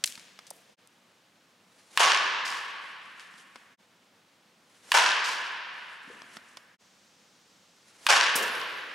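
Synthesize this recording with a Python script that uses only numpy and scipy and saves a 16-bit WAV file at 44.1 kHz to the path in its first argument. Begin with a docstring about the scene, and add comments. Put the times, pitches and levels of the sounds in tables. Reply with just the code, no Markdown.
"""Three swishes and cracks, each with a long hall ring, over ventilation: a batter drives three balls in an indoor cage.
Each crack is a causal pulse with barrel modes, near bounces, single wall echoes and a diffuse tail.
Caught balls rattle the netting and the last one chinks its fittings: grainy noise and fluttering sines.
A clack, taps, clicks and thuds are short sprays of contacts through resonant bodies; cloth, air,
ventilation and hiss are shaped noise. Three times the level dips briefly."""
import sys
import numpy as np
from scipy import signal
from scipy.fft import rfft, irfft, next_fast_len
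from scipy.io import wavfile

SR = 44100
rng = np.random.default_rng(int(sys.argv[2]) if len(sys.argv) > 2 else 0)


def int16_out(signal):
    """Quantize to a 16-bit WAV file."""
    q = np.round(np.clip(np.atleast_2d(signal).T, -1, 1) * 32767)
    wavfile.write(sys.argv[1], SR, q.astype(np.int16))


N = 394254
SIZE = 4096  # samples on the frequency grid
HZ = np.fft.rfftfreq(SIZE, 1 / SR)
TIME_S = np.arange(N) / SR

# Likeness of the two microphones in a diffuse field. Each row: frequency in Hz, likeness 0 to 1.
LIKENESS = [(60, .99), (160, 1), (280, 1), (500, 0.98), (1000, 0.75), (2000, 0.71), (4000, 0.81),
            (8000, 0.88), (13000, 1)]
# Ventilation spectrum. Each row: frequency in Hz, relative level in dB.
VENT_SPECTRUM = [(15, -49), (25, -47), (76, -20.5), (102, -8.5), (134, -10), (185, -1), (217, -3),
                 (451, -9.5), (489, -4), (591, -8), (1160, -8), (2550, -11), (2990, -11), (6380, -17.5),
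                 (16000, -32.5)]
VENT_DB = -63.6
OLD_RING_DB, OLD_RING_S = 4, 0.75  # an earlier hit's hall ring dies away: initial rise over the ventilation, duration
# Hiss spectrum. Each row: frequency in Hz, relative level in dB.
HISS_SPECTRUM = [(1500, -13.5), (3500, 1), (6000, 3), (8000, -3.5), (14000, -30)]
# Stretches with a faint hiss. Each row: start in seconds, end in seconds, level in dB.
HISS_STRETCHES = [(0, .763, -72), (6.777, 8.94, -66.8)]

# Cage reverberation. Each row: frequency in Hz, level in dB, t60 in seconds.
CAGE_BANDS = [(60, -27, .4), (250, -31, 1), (470, -19.5, 0.6), (770, -13.5, 0.63), (990, -18, 0.38),
              (2000, -22, 1), (4100, -28.5, 0.97), (8000, -17.5, 0.56), (15000, -8, 0.44)]
# Hall reverberation. Each row: frequency in Hz, level in dB, t60 in seconds.
HALL_BANDS = [(60, -28.5, 2.6), (250, -28, 2.54), (590, -27.5, 2.3), (755, -28, 2.24), (1030, -26, 2.2),
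              (1400, -28.5, 2.74), (1650, -24.5, 2.74), (1900, -27.5, 2.96), (3240, -31.5, 2.405),
              (5270, -37.5, 2.1), (8500, -35.5, 1.2), (15000, -33.5, .7)]

# Small bodies radiate little bass, soft contacts little treble. Each row: frequency in Hz, gain in dB.
SMALL_BODY = [(20, -24), (70, -9.5), (160, -1.5), (9500, -3), (15500, -18)]
# Hard clack close by as the batter gets ready. One row: start in seconds, level in dB, centre in Hz,
# width in octaves, t60 in seconds, room in dB.
CLACK_BLOW = (.0398, 4.3, 4000, .72, .018, -25)
REBOUND_S, REBOUND_DB = 0.0033, -5.5  # after, and relative to, the first strike
SPRAY_S, SPRAY_DB, SPRAY_T60_S, SPRAY_HZ = 0.0176, -6.8, 0.15, 9500  # treble scattered by the cage
# Wall echoes of the clack: delays in seconds.
CLACK_ECHOES_S = (.0355, .083, .115, .156)
CLACK_ECHO_DB, CLACK_ECHO_FALL_DB = -15, 6.5  # first echo re the clack; fall per doubling of delay
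CLOSE_LEAN_DB = 0.9  # clack, clicks and thuds: left up, right down

# Light taps on something hard near the batter. Each row: start in seconds, level in dB, tilt in dB per octave.
TAP_TIMES = [(.177, -21, -.5), (.390, -19.5, 2.5), (3.34, -27, -1), (3.558, -18.5, -0.3), (6.219, -19, 0),
             (6.369, -15.5, 0), (6.571, -17, 2)]
# Tapped body. Each row: frequency in Hz, relative level in dB.
TAP_SPECTRUM = [(50, -15), (220, -2), (450, -10), (1100, 0), (2500, -9.5), (5000, -11.5), (7500, -21),
                (15000, -25)]
# Narrow ringing of the tapped body. Each row: frequency in Hz, width in Hz, lift in dB.
TAP_RESONANCES = [(973, 93, 2.5), (1250, 67, 2.5), (2155, 82, 3.5), (3440, 500, 6), (5360, 950, 6.5)]
# Clicks of gear and net clips. Each row: start in seconds, level in dB, centre in Hz, t60 in seconds.
CLICK_BLOWS = [(.468, -23.5, 5000, .12), (.505, -15.5, 9000, .022), (.874, -33.5, 7500, .005),
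               (3.197, -19, 2800, .4), (8.552, -13.5, 2600, .015)]
CLICK_OCTAVES, CLICK_ROOM_DB = 0.66, -27
# Thuds of shoes on turf and balls on padding. Each row: start in seconds, level in dB, centre in Hz,
# t60 in seconds, room in dB, bass in dB.
THUD_BLOWS = [(.51, -18, 560, .0067, -26, -32), (6.075, -32, 280, .3, -5, -2),
              (6.1, -21.3, 440, .14, -20, -26), (8.355, -9.3, 490, .27, -5, -13)]
THUD_OCTAVES, THUD_BASS_HZ = 0.29, 185

# Rubs of the clothes in every swing. Each: seconds from contact to peak, level in dB,
# rise in seconds, fall in seconds.
STRIDE_RUB = (-.18, -64, .085, .06)
SWING_RUB = (-.016, -52, .058, .036)
REGRIP_RUB = (1.43, -56, .05, .025)
# After the follow-through he lowers the bat and steps back.
RELAX_S, RELAX_HOLD_S, RELAX_EDGE_S, RELAX_DB = 0.86, 0.8, 0.06, -64.5
RELAX_RUBS_PER_S, RELAX_UNEVEN_DB = 14, 3
# Cloth spectrum. Each row: frequency in Hz, relative level in dB.
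CLOTH_SPECTRUM = [(40, -25), (200, -2), (1500, 2.5), (4000, -0.5), (8000, -2.5), (11000, -6.5),
                  (15000, -37)]
# Air round the bat. Each row: frequency in Hz, relative level in dB.
SWISH_SPECTRUM = [(30, -38), (120, -19), (450, -11), (1000, -9.5), (2500, -14), (6000, -9), (14000, -23)]

# Bat on ball. Each row: contact in seconds, direct level in dB, room level in dB, tilt in dB per octave,
# lifts of the four barrel modes in dB.
BAT_HITS = [(1.9747, 8.7, -0.7, -0.62, 6.8, 8.8, 2.5, 2.3), (4.9187, 8.7, -1.26, -0.2, 9.3, 3.8, 5, 4.2),
            (8.0666, 7.4, -0.39, -0.33, 5.6, 5.5, 4, 3)]
# Main modes of the bat. Each row: frequency in Hz, width in Hz.
BARREL_MODES = [(975, 210), (1120, 106), (1520, 350), (1750, 74)]
# Higher modes of the bat. Each row: frequency in Hz, width in Hz, lift in dB.
BAT_OVERTONES = [(2880, 950, 5), (4620, 380, 2.5), (5500, 910, 3.5), (9600, 1500, 1.5)]
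# Ball on bat. Each row: frequency in Hz, relative level in dB.
CONTACT_SPECTRUM = [(40, -47), (120, -35), (280, -20.5), (480, -11), (850, -5.5), (1350, -2.5), (2100, -3),
                    (3300, -2), (4100, -2), (6500, -8.5), (10000, -22.5), (15500, -50)]
# Radiation backward to the listener. Each row: frequency in Hz, relative gain in dB.
BACKWARD_GAIN = [(100, 10.5), (450, -8), (750, -7.5), (1100, 1.5), (2800, 3), (6000, -5), (14000, 19)]
# Bounces off batter and ground. Each row: delay in seconds, level in dB.
NEAR_BOUNCES = [(.00113, -1.5), (.0017, -10.5), (.0032, -10.5), (.0056, -23)]
# Single echoes of walls and roof. Each row: delay in seconds, relative level in dB.
WALL_ECHOES = [(.0229, 0), (.0585, 3), (.096, -.5), (.1442, 8.8), (.1716, 5), (.199, 1), (.549, -6)]

# Balls landing in the netting, and its shaking after the hardest catch. Each row: start in seconds,
# level in dB, t60 of the rattle in seconds, tilt in dB per octave.
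NET_CATCHES = [(2.449, -37.5, 0.75, 6.3), (5.24, -34.5, 0.72, 5), (8.354, -24.5, 0.19, 21.5),
               (8.42, -36, 0.36, 17), (8.545, -52, 1.2, 19.5)]
# Net rattle. Each row: frequency in Hz, relative level in dB.
RATTLE_SPECTRUM = [(60, -34), (500, -11), (2000, 13), (5000, 20), (9000, 3), (12000, -8), (15500, -24)]
# The fittings swing together. Each row: start in seconds, level in dB.
FITTING_CHINKS = [(8.505, -50), (8.758, -62)]
# Modes of the metal fittings. Each row: nominal frequency in Hz, relative level in dB, t60 in seconds.
FITTING_MODES = [(9000, -12, 0.8), (11170, 2, 0.41), (11250, -9, 0.8), (12180, -11, 0.7), (12900, -11, 0.7)]

# Brief dips of the level. Each row: centre in seconds, half length in seconds.
LEVEL_DIPS = [(0.763, 0.035), (3.768, 0.037), (6.777, 0.039)]
EDGE_HZ = 15900  # upper band edge


def amp(db):
    """Decibels to gain."""
    return 10 ** (np.asarray(db) / 20)


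def read(points, hz, axis=1):
    """One column of a table over log frequency."""
    columns = np.transpose(points)
    return np.interp(np.log(hz + 1), np.log(columns[0] + 1), columns[axis])


def unit(x):
    """Scales to a mean energy of 1 a channel."""
    return x / np.sqrt(np.mean(np.sum(x ** 2, -1)) + 1e-20)


def add(mix, s, sound):
    """Mixes a sound in at time s."""
    part = mix[:, max(round(s * SR), 0):][:, :sound.shape[-1]]
    part += sound[..., :part.shape[1]]


def convolve(a, b):
    """Convolution along time, channel by channel."""
    return signal.fftconvolve(np.atleast_2d(a), np.atleast_2d(b), axes=1)


def octaves(hz, centre_hz=3000):
    """Distance from a centre in octaves."""
    return np.log2((hz + 20) / centre_hz)


def resonances(modes):
    """Lift in dB over frequency from rows of (Hz, width Hz, dB)."""
    return sum(db / (1 + (2 * (HZ - hz) / width_hz) ** 2) for hz, width_hz, db in modes)


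def hump(hz, width):
    """Spectrum in dB of one broad resonance, width in octaves, steeper on its low side."""
    away = octaves(HZ, hz)
    low_side_db = 10 * np.minimum(away + 1.74 * width, 0)
    return -32 * np.log10(1 + (away / width) ** 2 / 4) + low_side_db


def causal(db):
    """The most compact pulse with this spectrum (minimum phase): sharp front, ringing back."""
    log_gain = np.log(amp(np.maximum(db, db.max() - 90)))
    circle = np.concatenate([log_gain, log_gain[-2:0:-1]])
    return np.fft.ifft(np.exp(np.conj(signal.hilbert(circle)))).real[:SIZE // 2]


def pair(a, b):
    """Two unrelated signals become a diffuse field at two close microphones."""
    same = np.clip(read(LIKENESS, np.fft.rfftfreq(len(a), 1 / SR)), 0, 1)
    mid = rfft(a) * np.sqrt((1 + same) / 2)
    side = rfft(b) * np.sqrt((1 - same) / 2)
    return irfft(np.array([mid + side, mid - side]), len(a))


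def noise(spectrum, count, tilt_db=0, shape=1):
    """Diffuse coloured noise of rms 1; shape makes it grainy."""
    size = next_fast_len(count, True)
    hz = np.fft.rfftfreq(size, 1 / SR)
    white = pair(*rng.standard_normal((2, size)))[:, :count] * shape
    gain = amp(read(spectrum, hz) + tilt_db * octaves(hz))
    x = irfft(rfft(white, size) * gain, size)
    return unit(x[:, :count]) * np.sqrt(count)


def flutter(count, per_s, depth_db):
    """A random gain of rms 1 that changes per_s times a second."""
    place = np.arange(count) * per_s / SR
    knots = np.random.default_rng(rng.integers(2 ** 31)).standard_normal(int(place[-1]) + 2)
    gain = np.interp(place, np.arange(len(knots)), amp(depth_db * knots))
    return unit(gain) * np.sqrt(count)


def background():
    """An earlier hit's hall ring dies away over steady ventilation; faint hiss in two stretches: coloured noise."""
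    level_db = VENT_DB + OLD_RING_DB * np.maximum(1 - TIME_S / OLD_RING_S, 0)
    vent_and_ring = noise(VENT_SPECTRUM, N) * amp(level_db) * flutter(N, 36, 0.6)
    hiss_gain = sum(amp(db) * ((TIME_S >= start) & (TIME_S < end)) for start, end, db in HISS_STRETCHES)
    return vent_and_ring + hiss_gain * noise(HISS_SPECTRUM, N)


def tail(bands, start, rise, grain_db):
    """Dense reflections of uneven strength that build up, each band dying at its own speed."""
    count = 2 * SR
    build_up = 1 - np.exp(-np.maximum(TIME_S[:count] - start, 0) / rise)
    reflections = rng.standard_normal((2, count)) * flutter(count, 900, grain_db) * build_up
    hz, t, z = signal.stft(reflections, SR, nperseg=512)
    decay_db = 60 * t / read(bands, hz, axis=2)[:, None]
    z = z * amp(read(bands, hz)[:, None] - decay_db)
    return pair(*signal.istft(z, SR, nperseg=512)[1][:, :count])


def room():
    """The nearest walls answer after a gap; the hall swells behind them."""
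    cage = tail(CAGE_BANDS, start=0.019, rise=0.0062, grain_db=3.5)
    return cage + tail(HALL_BANDS, start=0.025, rise=0.013, grain_db=0.5)


def scatter(t60, grain_db=3):
    """The short spray of reflections from a rough surface, energy 1."""
    t = TIME_S[:SIZE * 2]
    envelope = flutter(len(t), 2000, grain_db) * amp(-60 * t / t60)
    return unit(pair(*rng.standard_normal((2, len(t))) * envelope))


def blow(spectrum_db, t60, hall, room_db):
    """A short spray of contacts rings a body, and the hall answers."""
    body = unit(causal(spectrum_db + read(SMALL_BODY, HZ)))
    contact = scatter(t60)
    add(contact, 0, 0.62 * np.ones(1))  # first touch
    out = amp(room_db) * convolve(body, hall[:, :SR])
    add(out, 0, unit(convolve(body, contact)))
    return out


def clack(hall):
    """Two hard things strike and rebound; the cage answers with a bright spray and a few single echoes."""
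    out = np.zeros((2, N))
    s, db, hz, width, t60, room_db = CLACK_BLOW
    body = amp(db) * unit(causal(hump(hz, width) + read(SMALL_BODY, HZ)))
    add(out, s, amp(db) * blow(hump(hz, width), t60, hall, room_db))
    add(out, s + REBOUND_S, amp(REBOUND_DB) * body)
    bright = causal(hump(SPRAY_HZ, width=1.0) + read(SMALL_BODY, HZ))
    spray = unit(convolve(bright, scatter(SPRAY_T60_S, grain_db=6)))
    add(out, s + SPRAY_S, amp(SPRAY_DB) * spray)
    for delay in CLACK_ECHOES_S:
        echo_db = CLACK_ECHO_DB - CLACK_ECHO_FALL_DB * np.log2(delay / CLACK_ECHOES_S[0])
        add(out, s + delay, amp(echo_db) * convolve(body, scatter(t60=0.009)))
    return out


def taps(hall):
    """Light contacts on a hard body that rings in a few narrow modes."""
    out = np.zeros((2, N))
    for s, db, tilt_db in TAP_TIMES:
        body_db = read(TAP_SPECTRUM, HZ) + resonances(TAP_RESONANCES) + tilt_db * octaves(HZ)
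        add(out, s, amp(db) * blow(body_db, t60=0.024, hall=hall, room_db=-24))
    return out


def clicks(hall):
    """Small contacts, each through one broad resonance."""
    out = np.zeros((2, N))
    for s, db, hz, t60 in CLICK_BLOWS:
        add(out, s, amp(db) * blow(hump(hz, CLICK_OCTAVES), t60, hall, CLICK_ROOM_DB))
    return out


def thuds(hall):
    """Dull blows with one broad low resonance, each also pushing a little bass."""
    out = np.zeros((2, N))
    bass = amp(hump(THUD_BASS_HZ, width=0.7))
    for s, db, hz, t60, room_db, bass_db in THUD_BLOWS:
        body_db = 20 * np.log10(amp(hump(hz, THUD_OCTAVES)) + amp(bass_db) * bass)
        add(out, s, amp(db) * blow(body_db, t60, hall, room_db))
    return out


def swell(s, db, rise, fall, hold=0):
    """Level of a movement that peaks at time s, holds and dies away."""
    away = np.maximum((s - TIME_S) / rise, (TIME_S - s - hold) / fall)
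    return amp(db) * np.exp(-np.clip(away, 0, 20))


def batter():
    """Cloth rubs in the same order round each hit; air rushes round the bat up to the contact."""
    rub, air = np.zeros(N), np.zeros(N)
    uneven = flutter(N, RELAX_RUBS_PER_S, RELAX_UNEVEN_DB)
    for s, *_ in BAT_HITS:
        rub += sum(swell(s + lag, *shape) for lag, *shape in (STRIDE_RUB, SWING_RUB, REGRIP_RUB))
        rub += uneven * swell(s + RELAX_S, RELAX_DB, RELAX_EDGE_S, RELAX_EDGE_S, RELAX_HOLD_S)
        air += swell(s, db=-43.5, rise=0.012, fall=0.02)
    cloth = rub * noise(CLOTH_SPECTRUM, N, shape=flutter(N, 120, 2.1))
    return cloth + air * noise(SWISH_SPECTRUM, N)


def bat(direct_db, room_db, tilt_db, *lifts_db):
    """One crack: the place of contact sets how much each barrel mode rings."""
    barrel = [(*mode, lift) for mode, lift in zip(BARREL_MODES, lifts_db)]
    db = read(CONTACT_SPECTRUM, HZ) + tilt_db * octaves(HZ) + resonances(barrel + BAT_OVERTONES)
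    near = amp(-15) * scatter(t60=0.014) + amp(-2.5) * scatter(t60=0.1)  # turf and netting
    add(near, 0, np.ones(1))  # direct path
    for delay, bounce_db in NEAR_BOUNCES:
        add(near, delay, amp(bounce_db) * np.ones(1))
    far = amp(9) * room()
    wall_db = -1.5 - 2.3 * abs(octaves(HZ, centre_hz=4440))  # small hard faces mirror the upper middle best
    for delay, echo_db in WALL_ECHOES:
        air_db = -14 * delay * (HZ / 8000) ** 2  # long paths lose their treble
        add(far, delay, amp(echo_db) * convolve(scatter(t60=0.0089), causal(wall_db + air_db)))
    out = amp(room_db) * convolve(unit(causal(db)), far)
    direct = unit(convolve(causal(db + read(BACKWARD_GAIN, HZ)), near))
    add(out, 0, -amp(direct_db) * direct)
    return out


def netting():
    """The caught ball shakes the net; after the hardest catch its fittings chink thinly."""
    out, t = np.zeros((2, N)), TIME_S[:SR]
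    attack = 1 - np.exp(-t / 0.0019)
    for s, db, t60, tilt_db in NET_CATCHES:
        rattle = noise(RATTLE_SPECTRUM, SR, tilt_db, shape=flutter(SR, 294, 2.4))
        add(out, s, amp(db - 60 * t / t60) * attack * rattle)
    for s, db in FITTING_CHINKS:
        for hz, mode_db, t60 in FITTING_MODES:
            detuned_hz = hz + rng.normal(0, 11)
            ring = np.sin(2 * np.pi * detuned_hz * t) * flutter(SR, 45, 4.5)
            add(out, s, amp(db + mode_db - 60 * t / t60) * attack * ring)
    return out


def scene():
    """All sources at the two microphones."""
    close_hall = room()
    add(close_hall, 0, amp(4) * scatter(t60=0.25))  # sounds near the net are scattered at once
    close = clack(close_hall) + clicks(close_hall) + thuds(close_hall)
    close = close * amp([[CLOSE_LEAN_DB], [-CLOSE_LEAN_DB]])
    mix = background() + close + taps(close_hall) + batter() + netting()
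    for s, *stroke in BAT_HITS:
        end = min([dip for dip, _ in LEVEL_DIPS if dip > s] + [N / SR])  # the echo breaks off at the next dip
        add(mix, s, bat(*stroke)[:, :round((end - s) * SR)])
    return mix


def record(dry):
    """The loudest peaks are rounded off, the level dips briefly three times, and the band ends."""
    ceiling = 0.99
    out = ceiling * np.tanh(dry / ceiling)
    for s, half_s in LEVEL_DIPS:
        out = out * np.sin(np.pi / 2 * np.minimum(abs(TIME_S - s) / half_s, 1)) ** 3
    lowpass = signal.firwin(255, EDGE_HZ, window=("kaiser", 8), fs=SR)
    return signal.oaconvolve(out, lowpass[None], "same")


dry = scene()
out = record(dry)
int16_out(out)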